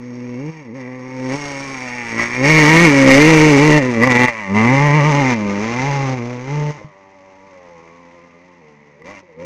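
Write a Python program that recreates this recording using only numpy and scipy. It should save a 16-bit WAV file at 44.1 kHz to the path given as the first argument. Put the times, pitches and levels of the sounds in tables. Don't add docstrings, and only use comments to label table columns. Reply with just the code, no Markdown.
import sys
import numpy as np
from scipy import signal
from scipy.fft import rfft, irfft, next_fast_len
from scipy.io import wavfile

SR = 44100
rng = np.random.default_rng(int(sys.argv[2]) if len(sys.argv) > 2 else 0)


def wrap_up_sound(samples):
    columns = np.atleast_2d(samples).T
    tamed = np.clip(columns, -1, 1)
    steps = np.round(tamed * 32767).astype(np.int16)
    wavfile.write(sys.argv[1], SR, steps)


N = 416744

# t/s, f/Hz
FIRING_RATE = [(0.369, 122.7), (0.49, 164), (0.6, 154), (0.655, 125), (0.71, 108), (0.765, 137),
               (0.84, 126), (1.307, 128.9), (1.377, 147.2), (2.15, 112.5), (2.41, 127), (2.499, 155),
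               (2.67, 151), (2.835, 173), (2.913, 140.9), (3.133, 132.3), (3.283, 160.9), (3.457, 153.9),
               (3.577, 135.6), (3.677, 153.9), (3.786, 149.2), (3.826, 128.3), (3.996, 112.3),
               (4.081, 131.8), (4.156, 119.9), (4.245, 126.6), (4.49, 93), (4.844, 148), (5.09, 150),
               (5.28, 131), (5.4, 102), (5.58, 99.5), (5.887, 142.2), (6.161, 127.7), (6.196, 117.9),
               (6.42, 122.4), (6.53, 149), (6.77, 146), (6.79, 104), (7.009, 96.2), (7.493, 95.9),
               (7.802, 81.7), (8.072, 88.1), (8.321, 84.1), (8.47, 90.5), (8.6, 86), (8.64, 75.0),
               (8.98, 72.0), (9.05, 84.0), (9.119, 104.0), (9.354, 77.8), (9.454, 88.8)]
RUTS_S, RUTS_LENGTH_S, RUTS_PER_S, RUTS_DEPTH = 5.08, .6, 8.6, .03
SLIP_DEPTH, SLIP_PER_S = .01, 9

# t/s, exhaust note level/dB, rasp level/dB
COASTING = [(0, -32, -53.5), (0.63, -39, -59), (1.4, -30, -33), (2.06, -33, -28), (2.29, -30, -26),
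            (3.0, -8.5, -16.5), (3.88, -16, -27.5), (4.32, -37.5, -31), (4.46, -32.5, -33),
            (5.45, -18.5, -32.5), (5.74, -22, -29.5), (6.2, -23, -38.5), (6.46, -29, -40.5),
            (6.78, -39.5, -44), (6.9, -55, -57.5), (7.8, -47.5, -52), (9.45, -54, -64.5)]
# opens t/s, shuts t/s, extra wait of the rasp/s,
# note level/dB, rasp level/dB, note swell by the end/dB, rasp swell by the end/dB
THROTTLE = [(-0.02, 0.5, 0.022, -31, -50.5, 6.5, 6), (0.495, 0.658, .0, -36, -44.5, -0.5, -4),
            (0.636, 1.103, 0.1, -30, -42, -0.5, -6.5), (1.087, 1.352, .0, -27.5, -48.5, 7.5, 19),
            (2.104, 2.235, 0.069, -18.5, -18.5, -7.5, -2), (2.361, 2.884, 0.063, -12, -14, 4, 1.5),
            (3.041, 3.778, 0.021, -6, -12, -3, -6), (3.947, 4.252, 0.057, -8.5, -21, -5, 4),
            (4.253, 4.286, 0, -22, -24.5, 10, 4), (4.47, 5.334, 0.066, -11, -20, -4.5, -2.5),
            (5.766, 6.136, .0, -19.5, -27, 1, -5.5), (6.467, 6.707, 0.00088, -15.5, -35, -5, -2),
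            (8.997, 9.193, 0.04, -31, -39.5, -15.5, -6), (9.345, 9.497, 0.038, -40.5, -41, 13, -9)]
NOTE_RISE_S, NOTE_RELEASE_S = 0.043, 0.021
RASP_RISE_S, RASP_RELEASE_S = 0.015, 0.027

# t/s, firing tone level at BOOM_HZ/dB,
# octave level against what is left/dB, level of the overtones near 1 kHz/dB
TONE_BALANCE = [(0, -7.5, -0.5, -9.5), (1.0, -8.5, -1.5, 0.5), (1.75, -9, -0.5, -5), (2.3, -6.5, -2, -7.5),
                (2.85, -11, -0.5, -10), (3.2, -12.5, -1.5, -11.5), (4.3, -6, -1.5, 0), (5.0, -3, 2, -0.5),
                (5.55, -9, -1.5, -1.5), (5.9, -3, -1, 1.5), (6.72, -4.5, -2.5, -3), (6.9, -3.5, -7, 6),
                (8.9, -6, -5, -0.5), (9.05, -3.5, -5, -1.5)]
BOOM_HZ, BOOM_DB_PER_OCTAVE = 125.1, 18.5
HONK_FOLLOWS_NOTE = 0.15
# f/Hz, level/dB
PIPE = [(260, 18.5), (420, 8.5), (550, 12.5), (680, -5.5), (900, 8), (1200, 0), (1500, -63)]
# t/s, extra level/dB
SIXTH_OVERTONE = [(2.6, 1.5), (2.76, 11.5), (2.86, 1.5), (8.55, 7), (8.7, 10)]

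# t/s, snap level over the turbulence/dB (9 dB lower in the freer gas), roughness/0-1
PORT_SNAP = [(3.7, 29, .12), (4.1, 32, .3), (5.3, 30, .1), (6.7, 28, .1), (6.9, 22, .25), (8.95, 22, .3),
             (9.05, 31, .8)]
# f/Hz, width/Hz, level/dB
SILENCER = [(1963, 370, 5.5), (2356, 215, 3), (2716, 173, -2.5)]
# t/s, f/Hz
SHELL_RING = [(3.05, 2163), (3.25, 2060), (3.5, 2153), (3.65, 2106), (3.75, 1918), (4.8, 2073)]
SHELL_WIDTH_HZ, SHELL_DB = 103, 7

# t/s, hiss level over the rasp/dB,
# sizzle level over the hiss/dB (before a steady 15.5 dB cut)
OPENNESS = [(0, -4.5, -2), (1.1, -8, -1), (1.35, -3.5, 6), (2.0, -11, 5.5), (3.3, -4.5, -1),
            (4.7, -9.5, -7), (5.7, 0, -26), (6.7, -1.5, -26), (7.1, -1.5, -20)]
# f/Hz, relative level/dB
HISS = [(2500, -6.5), (3300, -15.5), (4400, -17.5), (5200, -15), (6300, -11.5), (7600, -31.5),
        (12000, -63.5)]
# f/Hz, relative level/dB
SIZZLE = [(8500, 5.5), (15500, -32.5)]
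# f/Hz, width/Hz, relative level/dB
RING_FRONT = [(4670, 640, -7), (5515, 730, 0), (6420, 180, 4.5)]
TURNS_S, TURN_LENGTH_S, FRONT_DB = 2.4, .4, -6.0

# f/Hz, relative level/dB
AIR = [(30, -45.5), (170, 0), (550, -18), (1000, -2.5), (1500, -22), (2000, -0.5), (3300, -29), (5600, -32),
       (8000, -77)]
AIR_DB = -52.5

MISFIRES = [0.641, 4.06, 4.089, 4.139, 4.184, 9.034]
MISFIRE_S, MISFIRE_NOTE_DB, MISFIRE_RASP_DB = 0.019, -5.5, -4
# t/s, length/s, depth/0-1
STUMBLES = [(2.233, 0.37, 0.44), (3.072, 0.065, 0.74), (3.709, 0.047, 0.6)]
# t/s, blow level before each resonance's own gain/dB
CRACKS = [(2.1944, -1), (4.0192, -2.5), (4.0269, 1), (4.0355, 6.5), (4.044, 3), (4.0743, 4.5),
          (4.1048, -10), (4.283, 3), (9.0204, -25), (9.046, -33), (9.081, -22), (9.111, -20), (9.395, -37)]
# t/s, f/Hz, peak level/dB, time to fade by 60 dB/s
KNOCKS = [(6.8138, 523, -27, 0.031), (6.845, 150, -26, 0.14)]

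CUTOFF_HZ = 16000


def from_db(db):
    return 10 ** (np.asarray(db) / 20)


def rms_one(x):
    return x / np.sqrt(np.mean(x ** 2) + 1e-20)


def in_time(rows):
    s, *columns = np.transpose(rows)
    return [np.interp(np.arange(N) / SR, s, c) for c in columns]


def at_hz(points, hz):
    table_hz, table_db = np.array(points)[:, 0], np.array(points)[:, 1]
    return np.interp(np.log(hz), np.log(table_hz), table_db)


def drift(rate):
    r = np.exp(-80 * np.pi * rate / SR)
    noise = rng.standard_normal(N // 40 + 2002)
    slow = signal.lfilter([1], [1, -2 * r, r * r], noise)[2000:]
    return np.interp(np.arange(N) / 40, np.arange(len(slow)), rms_one(slow))


def coloured(x, spectrum):
    size = next_fast_len(N, True)
    hz = np.maximum(np.fft.rfftfreq(size, 1 / SR), 1)
    shaped = rfft(x, size) * from_db(at_hz(spectrum, hz))
    return rms_one(irfft(shaped, size)[:N])


def resonance(x, hz, width_hz):
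    r = np.exp(-np.pi * width_hz / SR)
    poles = [1, -2 * r * np.cos(2 * np.pi * hz / SR), r * r]
    return signal.lfilter([(1 - r * r) / 2, 0, (r * r - 1) / 2], poles, x)


def narrow(x, hz, width_hz):
    return resonance(resonance(x, hz, width_hz), hz, width_hz)


def gliding(x, hz, width_hz):
    turn = np.exp(2j * np.pi * np.cumsum(hz) / SR)
    r = np.exp(-np.pi * width_hz / SR)
    smoothed = signal.lfilter([(1 - r) ** 2], [1, -2 * r, r * r], x / turn)
    return 2 * (turn * smoothed).real


def ring(blows, hz, t60):
    clicks = np.full(N, 1e-18)
    r, w = from_db(-60 / (t60 * SR)), 2 * np.pi * hz / SR
    for s, db in blows:
        clicks[round(s * SR)] = from_db(db)
    return signal.lfilter([0, np.sin(w)], [1, -2 * r * np.cos(w), r * r], clicks)


def engine_speed():
    since = np.arange(N) / SR - RUTS_S
    ruts = RUTS_DEPTH * np.exp(-(2 * since / RUTS_LENGTH_S) ** 2) * np.cos(2 * np.pi * RUTS_PER_S * since)
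    return in_time(FIRING_RATE)[0] * (1 + ruts + SLIP_DEPTH * drift(SLIP_PER_S))


def throttled(coast_db, column, rise_s, release_s, lags):
    t, level = np.arange(N) / SR, coast_db
    for opens, shuts, lag_s, *columns in THROTTLE:
        start_db, swell_db = columns[column::2]
        rise = 1 - np.exp(-np.maximum(t - opens - lags * lag_s, 0) / rise_s)
        held = rise * np.clip(1 + (shuts - t) / release_s, 0, 1)
        burst_db = start_db + swell_db * np.clip((t - opens) / (shuts - opens), 0, 1)
        level = np.maximum(level, coast_db + held * (burst_db - coast_db))
    return level


def exhaust_tones(turns, per_s, load_db, rasp_db, rough, split_hz=588.0):
    boom_db, octave_db, honk_db = in_time(TONE_BALANCE)
    honk_db = honk_db + rasp_db + HONK_FOLLOWS_NOTE * (load_db - rasp_db)
    first = from_db(boom_db + BOOM_DB_PER_OCTAVE * np.log2(per_s / BOOM_HZ))
    second = from_db(octave_db) * np.sqrt(np.clip(1 - first ** 2, .08, 1))
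    thin = 1 - np.clip(first + second, 0, 1)
    rest = np.sqrt(np.clip(1 - first ** 2 - second ** 2, .08, 1))
    sixth_db, = in_time(SIXTH_OVERTONE)
    bark, honk, bark_power, honk_power = np.zeros((4, N))
    for k in range(3, 16):
        hz = k * per_s
        high = np.clip((hz / split_hz - 1) * 4.0 + .5, 0, 1)
        odd_db = -1.5 * (k % 2)
        bright_db = 18 * thin * (1 - high) * np.log2(hz / 400)
        waver_db = (1.5 if k == 6 else 3.2) * (1 + 2 * rough) * drift(5.0)
        size = from_db(at_hz(PIPE, hz) + odd_db + bright_db + waver_db)
        wobble = .07 * (1 + 4 * rough ** 2) * drift(9.0)
        wave = np.cos(2 * np.pi * (k * turns + .012 * k * k + wobble))
        tone = from_db(sixth_db * (k == 6)) * size * wave
        bark += (1 - high) * tone
        honk += high * tone
        bark_power += ((1 - high) * size) ** 2 / 2
        honk_power += (high * size) ** 2 / 2
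    boom = np.sqrt(2) * np.cos(2 * np.pi * turns)
    octave = np.sqrt(2) * np.cos(2 * np.pi * (2 * turns + 0.21))
    note = first * boom + stumble(turns) * (second * octave + rest * bark / np.sqrt(bark_power))
    scream = stumble(turns) * honk / np.sqrt(honk_power)
    uneven = from_db(3.07 * rough * drift(47.0))
    return -uneven * (from_db(load_db) * note + from_db(honk_db) * scream)


def blasts(turns, snap_db, fade=1.5):
    cycle = turns.astype(int)
    strength = from_db(1.7 * rng.standard_normal(2000))[cycle]
    snap = from_db(snap_db) * np.diff(cycle, prepend=0)
    puff = (0.45 + np.exp(-fade * (turns - cycle))) * rng.standard_normal(N)
    return strength * (snap + puff)


def silencer(x):
    swell_db = [2.0 * drift(1.5) for _ in SILENCER]
    mix = from_db(SHELL_DB) * gliding(x, in_time(SHELL_RING)[0], SHELL_WIDTH_HZ)
    for k, (hz, width_hz, db) in enumerate(SILENCER):
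        mix = mix + (-1) ** k * from_db(db + swell_db[k]) * narrow(x, hz, width_hz)
    return mix


def sand_echo(x):
    at = np.arange(N)
    return x + .35 * np.interp(at - SR * (.003 + .0005 * drift(.8)), at, x)


def gas_hiss(gas, rasp_db):
    hiss_db, sizzle_db = in_time(OPENNESS)
    side_on = np.clip((np.arange(N) / SR - TURNS_S) / TURN_LENGTH_S, 0, 1)
    front = rms_one(sum(from_db(db) * narrow(gas, hz, w) for hz, w, db in RING_FRONT))
    metal = from_db(FRONT_DB) * (1 - side_on) * front
    sizzle = from_db(sizzle_db - 15.5) * coloured(gas, SIZZLE)
    return from_db(rasp_db + hiss_db) * (coloured(gas, HISS) + metal + sizzle)


def gas_roar(gas, load_db):
    return from_db(load_db - 19) * coloured(gas, [(90, -45)] + PIPE)


def low_flutter(load_db):
    return from_db(load_db - 31.5) * coloured(rng.standard_normal(N), [(26, 27.0), (45, -61)])


def still_air():
    return from_db(AIR_DB + drift(0.44)) * coloured(rng.standard_normal(N), AIR)


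def misfiring():
    t = np.arange(N) / SR
    return sum(np.exp(-(2 * (t - s) / MISFIRE_S) ** 2) for s in MISFIRES)


def stumble(turns):
    t = np.arange(N) / SR
    depth = sum(d * np.exp(-(2 * (t - s) / length) ** 2) for s, length, d in STUMBLES)
    return 1 + depth * np.cos(np.pi * turns)


def silencer_cracks():
    return 0.3 * ring(CRACKS, 1984, 0.046) + 0.19 * ring(CRACKS, 1140, 0.027) + 0.072 * ring(CRACKS, 4800, 0.0052)


def dune_knocks():
    return sum(ring([(s, db)], hz, t60) for s, hz, db, t60 in KNOCKS)


def bike():
    per_s = engine_speed()
    turns = np.cumsum(per_s) / SR
    coast_note_db, coast_rasp_db = in_time(COASTING)
    missed = misfiring()
    load_db = throttled(coast_note_db, 0, NOTE_RISE_S, NOTE_RELEASE_S, lags=False) + MISFIRE_NOTE_DB * missed
    rasp_db = throttled(coast_rasp_db, 1, RASP_RISE_S, RASP_RELEASE_S, lags=True) + MISFIRE_RASP_DB * missed
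    snap_db, rough = in_time(PORT_SNAP)
    sharp = blasts(turns + .22, snap_db)
    gas = blasts(turns + .1, snap_db - 9)
    tones = exhaust_tones(turns, per_s, load_db, rasp_db, rough)
    rasp = from_db(rasp_db) * rms_one(sand_echo(silencer(sharp) + 0.41 * resonance(gas, 1260, 230)))
    breath = gas_hiss(gas, rasp_db) + gas_roar(gas, load_db)
    return tones + rasp + breath + low_flutter(load_db) + silencer_cracks()


def scene():
    return (bike() + still_air() + dune_knocks())[None]


def record(dry):
    clipped = np.clip(dry, -.96, .96)
    top_cut = signal.cheby2(20, 70, CUTOFF_HZ, fs=SR, output="sos")
    return np.clip(signal.sosfilt(top_cut, clipped), -1, 1)


dry = scene()
out = record(dry)
wrap_up_sound(out)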